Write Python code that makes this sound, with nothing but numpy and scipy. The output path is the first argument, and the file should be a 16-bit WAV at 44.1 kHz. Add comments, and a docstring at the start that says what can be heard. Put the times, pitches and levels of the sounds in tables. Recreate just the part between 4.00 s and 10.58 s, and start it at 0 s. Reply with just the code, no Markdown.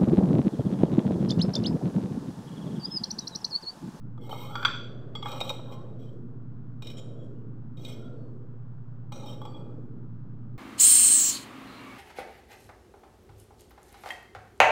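"""A small kitchen, appliances humming, a phone on the counter as the microphone. Close to it, a steel
spoon clinks on a ceramic plate and drags food across in five scoops. The plate rings differently in
its well, on its slope and at its rim; the spoon's edge sticks and slips on the glaze, rasping and
squeaking, and the room answers. The phone's noise suppressor lets the room's rush up with each
stroke and closes again, the low bands last; once, between scoops, it shuts further on the low rush."""
import sys
import numpy as np
from scipy import signal
from scipy.fft import rfft, irfft, next_fast_len
from scipy.io import wavfile
from scipy.ndimage import uniform_filter1d, map_coordinates

SR = 44100
rng = np.random.default_rng(int(sys.argv[2]) if len(sys.argv) > 2 else 0)


def output_pcm(signal):
    """Save a mono or channel-first signal as 16-bit PCM at the path in sys.argv[1].

    Samples are clipped to [-1, 1] before scaling.
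    """
    pcm = np.clip(np.atleast_2d(signal).T, -1, 1) * 32767
    wavfile.write(sys.argv[1], SR, np.round(pcm).astype(np.int16))


N = 290178

# appliance motors: (frequency [Hz], level [dB])
MOTOR_TONES = [(58.6, -69), (76.2, -66), (101.7, -58.5), (117.2, -44.5), (119.9, -63), (127.1, -51.5),
               (145.5, -52.5), (152.5, -56.5), (170.8, -66.5), (178, -60.5), (233.7, -61), (239.9, -60),
               (254.1, -63), (279.6, -68)]
# room tone, a rush of air: (frequency [Hz], relative level [dB])
AIR_SPECTRUM = [(20, -9.5), (45, -11.5), (85, -9), (125, -3), (210, 3.5), (300, 0.9), (385, -2.5),
                (480, -1.5), (620, -8), (850, -22), (1400, -19.5), (2100, -36), (4000, -43.5),
                (6000, -52.5), (8000, -54), (10000, -63), (16000, -66)]
# the plate's modes, by where the spoon touches:
# (frequency [Hz], t60 [s], level in the well [dB], level on the slope [dB], level at the rim [dB])
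PLATE_MODES = [(490, .06, -8, -8, -25.5), (556, 0.045, 1.5, -13, -20.5), (831, .05, -4.5, 0.5, -15),
               (976, 0.013, -6.5, -14, -10), (1162, .06, -13.5, -1, -6.5), (1298, .04, -9, -8, -3.5),
               (1424, .03, -19.5, -19.5, 4.5), (1570, .035, -28.5, -31.5, -9),
               (1693, .035, -31.5, -33.5, -14), (2140, .04, -20, -11.5, -12.5),
               (2290, .018, -27, -24, -9.5), (2443, 0.069, -8.5, -22, -8.5), (2864, .02, -14.5, -26, -19.5),
               (3106, .035, -14.5, -14.5, -16.5), (3330, 0.075, -23, 5.5, -2),
               (3400, 0.041, -25, -19.5, 1.5), (3768, 0.081, 1.5, -31.5, -18),
               (3884, .03, -7.5, -27.5, -19.5), (4270, .04, -18.5, -30, -30),
               (4528, .025, -29, -26.5, -12.5), (4638, 0.03, -30, -20, -8), (5190, .03, -23, -24.5, -29),
               (5450, 0.08, -22, -24, -21.5), (5840, .04, -22.5, -32, -31.5), (6040, .05, -25, -31, -18),
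               (6880, 0.0078, -23, -29, -29.5), (7526, 0.05, -27, -27, -23.5),
               (7780, .02, -22.5, -26, -33.5), (8120, 0.015, -20.5, -26, -34),
               (9250, .09, -50.5, -49, -38.5), (10000, .02, -36.5, -42, -60), (11140, .06, -36, -42.5, -38),
               (11600, .015, -36, -46.5, -61), (13080, .07, -42, -48, -40.5),
               (13700, .06, -31, -46.5, -39.5), (14600, .022, -26.5, -39, -63.5),
               (15230, .08, -31, -44, -37.5)]
# the spoon lands or catches; place is 0 in the well, 1 on the slope, 2 and up at the rim:
# (time [s], relative level [dB], place [0-2], low-mode boost [dB], relative steel tick [dB])
CONTACTS = [(0.178, -45.5, 0.84, 14.5, -37), (.293, -37.5, 0.33, 7, -18.5), (0.327, -32, 0.4, 14, -21.5),
            (.554, -27, 1.7, 9.5, -17.5), (.628, -31, 1.8, 7, -28), (.6495, -16, 2, 0.5, -46),
            (.652, -19, 2.5, -0.5, -45), (1.152, -33, 1, -4.5, -23), (1.226, -33, 0.99, 0, -25),
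            (1.257, -31.5, 1.2, 12, -26), (1.283, -41.5, 0.02, -13, -9.5), (1.316, -40.5, 0.4, -11, -6.5),
            (1.404, -32.5, 0, -19, -21), (1.411, -26.5, 0.036, 0, -29), (1.493, -29, 0.019, -11, -17.5),
            (1.501, -30, 0.052, 6.5, -25), (1.593, -40.5, 0, 24, -20), (1.722, -52, 0.39, -8, -9.5),
            (2.822, -39, 0.093, -6.5, -10.5), (2.87, -40.5, 0.044, -22.5, -7),
            (2.9, -48.5, 0.34, -25, -11.5), (2.98, -51.5, 0.3, -15.5, -2), (2.989, -52.5, 0.78, -10, -3),
            (3.771, -51, 0, -12.5, -8), (3.795, -59, 0.21, -11, -5.5), (3.849, -39.5, 0, -20.5, -10.5),
            (5.121, -35.5, 0.28, 2.5, -1.5), (5.416, -38, 1, 14, -14.5), (5.452, -38.5, 0.62, 4.5, -13.5)]
# the spoon's resonances shift with the grip: (start [s], rasp level [dB],
# then frequency [Hz], level [dB] for each of four bending modes and for the edge)
SPOON_GRIPS = [(0, -6, 3140, 2, 4350, -9, 5610, -8, 8270, -12, 13680, -7),
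               (1, -11.5, 3190, -1.5, 4120, -13.5, 5640, -8, 7900, -16, 14370, -11),
               (2.5, -6, 2380, -8, 3050, -1, 3930, -5.5, 5450, -1.5, 14150, -19),
               (2.95, -14.5, 3190, 4, 5520, -3, 7030, -3.5, 8100, -7, 14100, -21),
               (3.5, -7.5, 3260, 1.5, 5480, -5.5, 6100, -7, 8130, -12, 13500, -11),
               (5, -8.5, 3980, -3, 5800, -1, 6500, -11.5, 8230, -12, 14600, -24.5),
               (5.24, -6.5, 3150, 0, 5420, -2, 5760, -11, 8040, -14, 13700, -14),
               (5.4, -9.5, 3200, -7, 4500, -14, 5250, -15.5, 7920, -6, 13700, -11)]
# dry rasp of steel on glaze: (frequency [Hz], relative level [dB])
RASP_SPECTRUM = [(400, -20), (2000, -16), (2900, -7), (4000, -6), (4600, -5), (5300, 2), (5800, 0),
                 (6700, -3), (8300, 2), (9200, -19.5), (10200, -5.5), (11600, -8), (12400, -22.5),
                 (13500, -2.5), (14600, -4), (15500, -6.5), (16000, -17)]
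# the kitchen's reverberation: (frequency [Hz], t60 [s])
ROOM_DECAY = [(200, 0.54), (1400, 0.54), (3400, .6), (6000, .56), (9000, 0.61), (15000, .36)]
# narrow tones that swell and fade, mostly the edge catching and squeaking, once near 4 s the air under the
# spoon's bowl at the rim: (time [s], length [s], frequency [Hz], width [Hz], level [dB])
NARROW_TONES = [(.19, .36, 2160, 150, -57), (0.313, 0.012, 3100, 130, -39.5), (0.38, 0.08, 13650, 705, -61),
                (1.22, .08, 2188, 149, -51), (1.283, 0.013, 13800, 300, -56), (1.661, .2, 1088, 131, -55.5),
                (2.06, .05, 3130, 130, -68), (3.169, 0.11, 3285, 200, -68.5), (3.33, .1, 2880, 130, -77),
                (3.887, .014, 8130, 200, -52.5), (3.979, 0.2, 1390, 130, -57),
                (4.035, .06, 3330, 59.6, -65.5), (4.102, 0.25, 4410, 130, -83.5),
                (5.248, 0.11, 3720, 60, -55.5), (5.275, .04, 3140, 130, -54),
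                (5.539, 0.04, 3320, 90, -53.5), (5.451, 0.19, 4560, 90, -74.5), (5.2, 0.75, 2410, 130, -76)]
# the spoon is dragged, pressing steadily harder or softer: (time [s], length [s], relative level [dB],
# gain by the end [dB], low-mode boost [dB], start place [0-2], end place [0-2])
DRAGS = [(0.208, .07, -57, -1.5, 1, 1.1, 0.49), (0.292, 0.18, -54.5, -1, 1.5, 0, .35),
         (0.478, 0.07, -57, -1, 4.5, 0.44, .7), (.56, .08, -50.5, 0.5, 7, 1.8, 2),
         (1.228, 0.03, -57, -0.5, 1, 0.7, .9), (1.24, 0.16, -51.5, -1, 5.5, 0.5, 0.26),
         (1.413, 0.098, -51, 4, 1, 0.2, 0.15), (1.642, 0.29, -65.5, -22, 17.5, 0, 0.31),
         (1.707, 0.04, -56, -4, 1, 0.39, 0.28), (1.986, 0.15, -65, -9, -14, 0.41, 0.66),
         (2.823, 0.1, -58.5, 1, -11.5, 0.24, 0.18), (2.968, 0.033, -50, -7, -11, 0, 0.21),
         (3.171, 0.1, -71.5, -5, -10, 0.9, .6), (3.768, 0.08, -62.5, 1.5, -7, 0.71, 0.32),
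         (3.851, 0.091, -50, -7.5, -12, 0.47, 0.45), (3.94, 0.066, -67.5, -11, -1, 0.67, .5),
         (4.033, 0.053, -69.5, -0.5, 1, 1.7, 4.3), (5.122, 0.12, -54.5, -4.5, 3.5, 0.061, 0.33),
         (5.252, 0.094, -53.5, -6.5, 1.5, 0.37, 0.19), (5.42, 0.19, -63, -4, 15.5, 1.1, 0.94),
         (5.6, 0.19, -84.5, -11, 32.5, 1.34, 0.71)]
# the air pocket under the spoon's bowl: (time [s], frequency [Hz], relative level [dB])
POCKET_GLIDE = [(.25, 747, -70.5), (0.309, 833, -41.5), (0.399, 950, -52), (0.461, 1050, -53.5),
                (0.509, 1340, -51), (0.569, 1370, -41), (.618, 1420, -40.5), (.631, 1429, -31.5),
                (.643, 1479, -39.5), (.7, 1740, -45.5), (.73, 1790, -64.5)]
# the spoon's own tones off the plate: (frequency [Hz], relative level [dB], t60 [s])
FREE_SPOON_MODES = [(3347, -0.5, 0.091), (4603, -15.5, .5), (5496, -26, .3), (7526, -21, .35)]
# the spoon rebounds and rings freely: (time [s], length [s], level [dB])
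REBOUNDS = [(1.153, 0.08, -38.5), (5.469, 0.082, -49.5)]
# the phone's noise suppressor: (frequency [Hz], cut when shut [dB], treble level that opens it [dB])
SUPPRESSOR_BANDS = [(151, -6, -83.5), (222, 6.5, -85.5), (292, 10, -82.5), (418, 20.5, -80),
                    (480, 14.5, -68.5), (610, 16, -65), (863, 1, -60), (1500, 6, -48), (2700, 6.5, -61),
                    (8950, 5.5, -72)]


def amp(db):
    """Decibels to gain."""
    return 10 ** (np.asarray(db) / 20)


def unit(x):
    """Scale to rms 1."""
    return x / np.sqrt(np.mean(x ** 2) + 1e-20)


def along(points, hz, column=1):
    """A column of a frequency table, read on a log axis."""
    table = np.transpose(points)
    return np.interp(np.log(hz + 1), np.log(table[0] + 1), table[column])


def wobble(rate, size):
    """A smooth random curve, rate knots a second."""
    position = np.arange(size) * rate / SR
    grid = np.arange(0, position[-1] + 1, 1 / 8)
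    return np.interp(position, grid, map_coordinates(rng.standard_normal(256), [grid], mode="wrap"))


def filtered(x, response):
    """Filter x by a gain given as a function of frequency."""
    size = next_fast_len(len(x) + 8192)
    return irfft(rfft(x, size) * response(np.fft.rfftfreq(size, 1 / SR)), size)[:len(x)]


def add(track, s, sound):
    """Mix a sound in at time s."""
    part = track[max(round(s * SR), 0):][:len(sound)]
    part += sound[:len(part)]


def appliances(drift_rad=0.18):
    """Motor tones hum and beat against each other."""
    t, hum = np.arange(N) / SR, np.zeros(N)
    for hz, db in MOTOR_TONES:
        phase = 2 * np.pi * (hz * t + rng.random()) + drift_rad * wobble(6.9, N)
        hum += amp(db) * np.sqrt(2) * np.sin(phase)
    return hum


def room_rush(level_db=-46):
    """The kitchen's steady rush of air."""
    return amp(level_db) * unit(filtered(rng.standard_normal(N), lambda hz: amp(along(AIR_SPECTRUM, hz))))


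def ring(force, hz, t60, build_s=0.0034):
    """One mode driven by a force; it builds up while the bending wave crosses the body."""
    def resonate(x, radius):
        poles = [1, -2 * radius * np.cos(2 * np.pi * hz / SR), radius ** 2]
        return signal.lfilter([1, 0, -1], poles, x)
    decay, build = np.exp(-np.log(1000) / (np.array([t60, build_s]) * SR))
    drive = resonate(force, build) * (1 - build ** 2) / 2
    return resonate(drive, decay) * np.sqrt((1 - decay ** 2) / 2)


def mode_gains(place, low_boost_db):
    """How strongly the plate answers, as (modes, places); the modes above 2 kHz sum to power 1."""
    table = np.array(PLATE_MODES)
    gains = amp([np.interp(place, [0, 1, 2], levels) for levels in table[:, 2:]])
    low = table[:, :1] < 2000
    return gains / np.linalg.norm(gains * ~low, axis=0) * amp(low * low_boost_db)


def steel(force, s, held_t60=0.021, edge_t60=0.0045, grit_db=3, grit_hz=420):
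    """The finger-damped spoon as gripped at time s: bending modes, edge, a rasp flecked by the glaze."""
    size = len(force)
    _, rasp_db, *resonances = [grip for grip in SPOON_GRIPS if grip[0] <= s][-1]
    *bending, (edge_hz, edge_db) = zip(resonances[::2], resonances[1::2])
    body = sum(amp(db) * unit(ring(force, hz, held_t60)) for hz, db in bending)
    grit = amp(grit_db * np.clip(wobble(grit_hz, size), -2, 2))
    edge = amp(edge_db) * unit(ring(force * grit, edge_hz, edge_t60))
    spectrum = signal.stft(force, nperseg=128)[2]
    specks = unit(uniform_filter1d(rng.standard_normal(spectrum.shape), size=3, axis=0))
    flecks = signal.istft(spectrum * amp(grit_db * specks), nperseg=128)[1][:size]
    rasp = amp(rasp_db) * unit(filtered(flecks, lambda hz: amp(along(RASP_SPECTRUM, hz))))
    return body + edge + rasp


def kitchen(x, room_db, delay_s=0.014):
    """The close, direct sound, then the diffuse answer of cupboards and walls, new for each spot."""
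    hz, t, spectrum = signal.stft(rng.standard_normal(SR * 2 // 3), SR, nperseg=256)
    tail = signal.istft(spectrum * amp(-60 * t / along(ROOM_DECAY, hz)[:, None]), SR, nperseg=256)[1]
    response = amp(room_db) * np.pad(tail, (round(delay_s * SR), 0)) / np.linalg.norm(tail)
    response[0] += 1
    return signal.fftconvolve(x, response)


def clinks(t60_scale=0.89, chatter_t60=0.03, tick_t60=0.035, tick_trim_db=-4, trim_db=-3):
    """Each contact is a blow and a short chatter that ring the plate, with a tick from the spoon."""
    out, t = np.zeros(N), np.arange(SR // 5) / SR
    for s, db, place, low_boost_db, tick_db in CONTACTS:
        force = (t == 0) + 0.15 * rng.standard_normal(len(t)) * amp(-60 * t / chatter_t60)
        gains = mode_gains([place], low_boost_db)[:, 0] * amp(rng.normal(0, 1, len(PLATE_MODES)))
        gains *= rng.choice([-1, 1], len(PLATE_MODES))
        ceramic = sum(gain * unit(ring(force, hz, t60 * t60_scale, build_s=0.0039))
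                      for gain, (hz, t60, *_) in zip(gains, PLATE_MODES))
        tick = steel(rng.standard_normal(len(t)), s) * amp(-60 * t / tick_t60)
        clink = ceramic + amp(tick_db + tick_trim_db) * unit(tick)
        onset_rms = np.sqrt(np.mean(clink[t < 0.01] ** 2))
        room_db = np.interp(place, [0, 1, 2], [-10.5, -8.5, -8])  # the rim sends most into the room
        add(out, s, kitchen(amp(db + trim_db) * clink / onset_rms, room_db))
    return out


def rough_tone(hz, width_hz, size, core=0):
    """Narrow noise of rms 1 around a pitch that may glide, with an optional clean core."""
    phase = 2 * np.pi * np.cumsum(np.broadcast_to(hz, size)) / SR
    return unit((core + wobble(width_hz, size)) * np.cos(phase) + wobble(width_hz, size) * np.sin(phase))


def squeaks():
    """Narrow tones lock briefly onto one pitch, swell and fade: the edge's slips, and once the air pocket under
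    the bowl at the rim."""
    out = np.zeros(N)
    for s, length_s, hz, width_hz, db in NARROW_TONES:
        size = round(length_s * SR)
        swell = np.sin(np.linspace(0, np.pi, size))
        add(out, s, amp(db) * swell * rough_tone(hz, width_hz, size))
    return out


def plate(force, gains):
    """The plate's modes under a dragging force; neighbours swing in opposite directions."""
    return sum((-1) ** k * ring(force * gains[k], hz, t60) for k, (hz, t60, *_) in enumerate(PLATE_MODES))


def bent(x, depth, rate_hz=22):
    """Let the pitch of a ringing body stray by the share depth."""
    return map_coordinates(x, [np.cumsum(1 + depth * wobble(rate_hz, len(x)))])


def stick_slip(size, slips_hz=2400, spread_db=3.2, rub=0.24, judder_db=1.4, judder_hz=70):
    """The force of steel dragged on glaze: uneven tiny slips over a steady rub, all juddering."""
    pool = SR // 2
    slipping = rng.random(pool) < slips_hz / SR
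    slips = slipping * amp(spread_db * np.clip(rng.standard_normal(pool), -2, 2))
    force = unit(slips[:size] - slips.mean()) + rub * rng.standard_normal(pool)[:size]
    return unit(force * amp(judder_db * wobble(judder_hz, size)))


def scrapes(attack_s=0.007, release_s=0.012, wander_db=3, trim_db=-2):
    """The dragged edge rings plate and spoon; as it travels, the modes trade strength and bend in pitch."""
    out = np.zeros(N)
    for s, length_s, start_db, gain_db, low_boost_db, start_place, end_place in DRAGS:
        t = np.arange(0, length_s + 3 * release_s, 1 / SR)
        travel = np.minimum(t / length_s, 1)
        envelope = (1 - np.exp(-t / attack_s)) * np.exp(-2 * np.maximum(t - length_s, 0) / release_s)
        pressure = amp(start_db + gain_db * travel) * envelope
        place = start_place + (end_place - start_place) * travel
        force = stick_slip(len(t))
        wander = amp([wander_db * wobble(25, len(t)) for _ in PLATE_MODES])
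        ceramic = bent(plate(force * pressure, mode_gains(place, low_boost_db) * wander), depth=0.003)
        bite = pressure * amp(np.interp(place, [0, 1, 2], [0, -11, -12]))  # strongest in the well
        spoon = bite * bent(steel(force, s), depth=0.0067)
        add(out, s, kitchen(amp(trim_db) * (ceramic + spoon), room_db=-7))
    return out


def air_pocket(width_hz=190, trim_db=-1):
    """The first scoop's hollow note: the air under the spoon rings higher as it is pushed to the rim."""
    s, hz, db = np.transpose(POCKET_GLIDE)
    out, t = np.zeros(N), np.arange(s[0], s[-1], 1 / SR)
    note = rough_tone(np.interp(t, s, hz), width_hz, len(t), core=1)
    add(out, s[0], amp(trim_db + np.interp(t, s, db)) * note)
    return out


def rebounds(attack_s=0.002, stop_s=0.0081):
    """Off the plate the spoon sings on in a few thin tones until it is set down again."""
    out, t = np.zeros(N), np.arange(SR // 3) / SR
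    for s, length_s, db in REBOUNDS:
        tones = sum(amp(level - 60 * t / t60) * np.sin(2 * np.pi * (hz * t + rng.random()))
                    for hz, level, t60 in FREE_SPOON_MODES)
        envelope = (1 - np.exp(-t / attack_s)) * np.exp(-np.maximum(t - length_s, 0) / stop_s)
        add(out, s, amp(db) * tones * envelope)
    return out


def suppressor_dip(rush, start_s=4.38, end_s=5.08, edge_s=0.035, dip_db=-8.5, below_hz=350):
    """The low rush drops away for a set time as the phone's suppressor shuts further between scoops."""
    t = np.arange(N) / SR
    low = filtered(rush, lambda hz: hz < below_hz)
    shut = (np.tanh((t - start_s) / edge_s) - np.tanh((t - end_s) / edge_s)) / 2
    return (rush - low) + low * amp(dip_db * shut)


def noise_suppressor(x, fall_db_per_s=50, knee_db=2, smoothing_s=0.018):
    """Treble at the microphone opens the bands; as its held level sinks they shut, the low ones last."""
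    hz, t, spectrum = signal.stft(x, SR, nperseg=512)
    treble = (hz > 2500) & (hz < 9000)
    treble_db = 10 * np.log10(np.sum(np.abs(spectrum[treble]) ** 2, axis=0) + 1e-14)
    held_db = np.maximum.accumulate(treble_db + fall_db_per_s * t) - fall_db_per_s * t
    threshold_db = along(SUPPRESSOR_BANDS, hz, column=2)[:, None]
    wanted = (1 + np.tanh((held_db - threshold_db) / (2 * knee_db))) / 2
    lag = np.exp(-t[1] / smoothing_s)
    opened = signal.lfilter([1 - lag], [1, -lag], wanted)
    cut_db = along(SUPPRESSOR_BANDS, hz)[:, None] * (1 - opened)
    return signal.istft(spectrum * amp(-cut_db), SR, nperseg=512)[1][:N]


def scene():
    """From the counter, in mono: spoon and plate up close, the humming kitchen behind."""
    background = appliances() + suppressor_dip(room_rush())
    singing = kitchen(squeaks() + air_pocket() + rebounds(), room_db=-11)[:N]
    return (background + singing + clinks() + scrapes())[None]


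def record(dry, top_hz=15830, offset=0.0099):
    """The phone suppresses steady noise and cuts the top; its converter adds a small constant offset."""
    fade = signal.windows.tukey(N, 0.004)
    suppressed = noise_suppressor(dry[0] * fade)
    return offset + filtered(suppressed, lambda hz: hz < top_hz)[None]


dry = scene()
out = record(dry)
output_pcm(out)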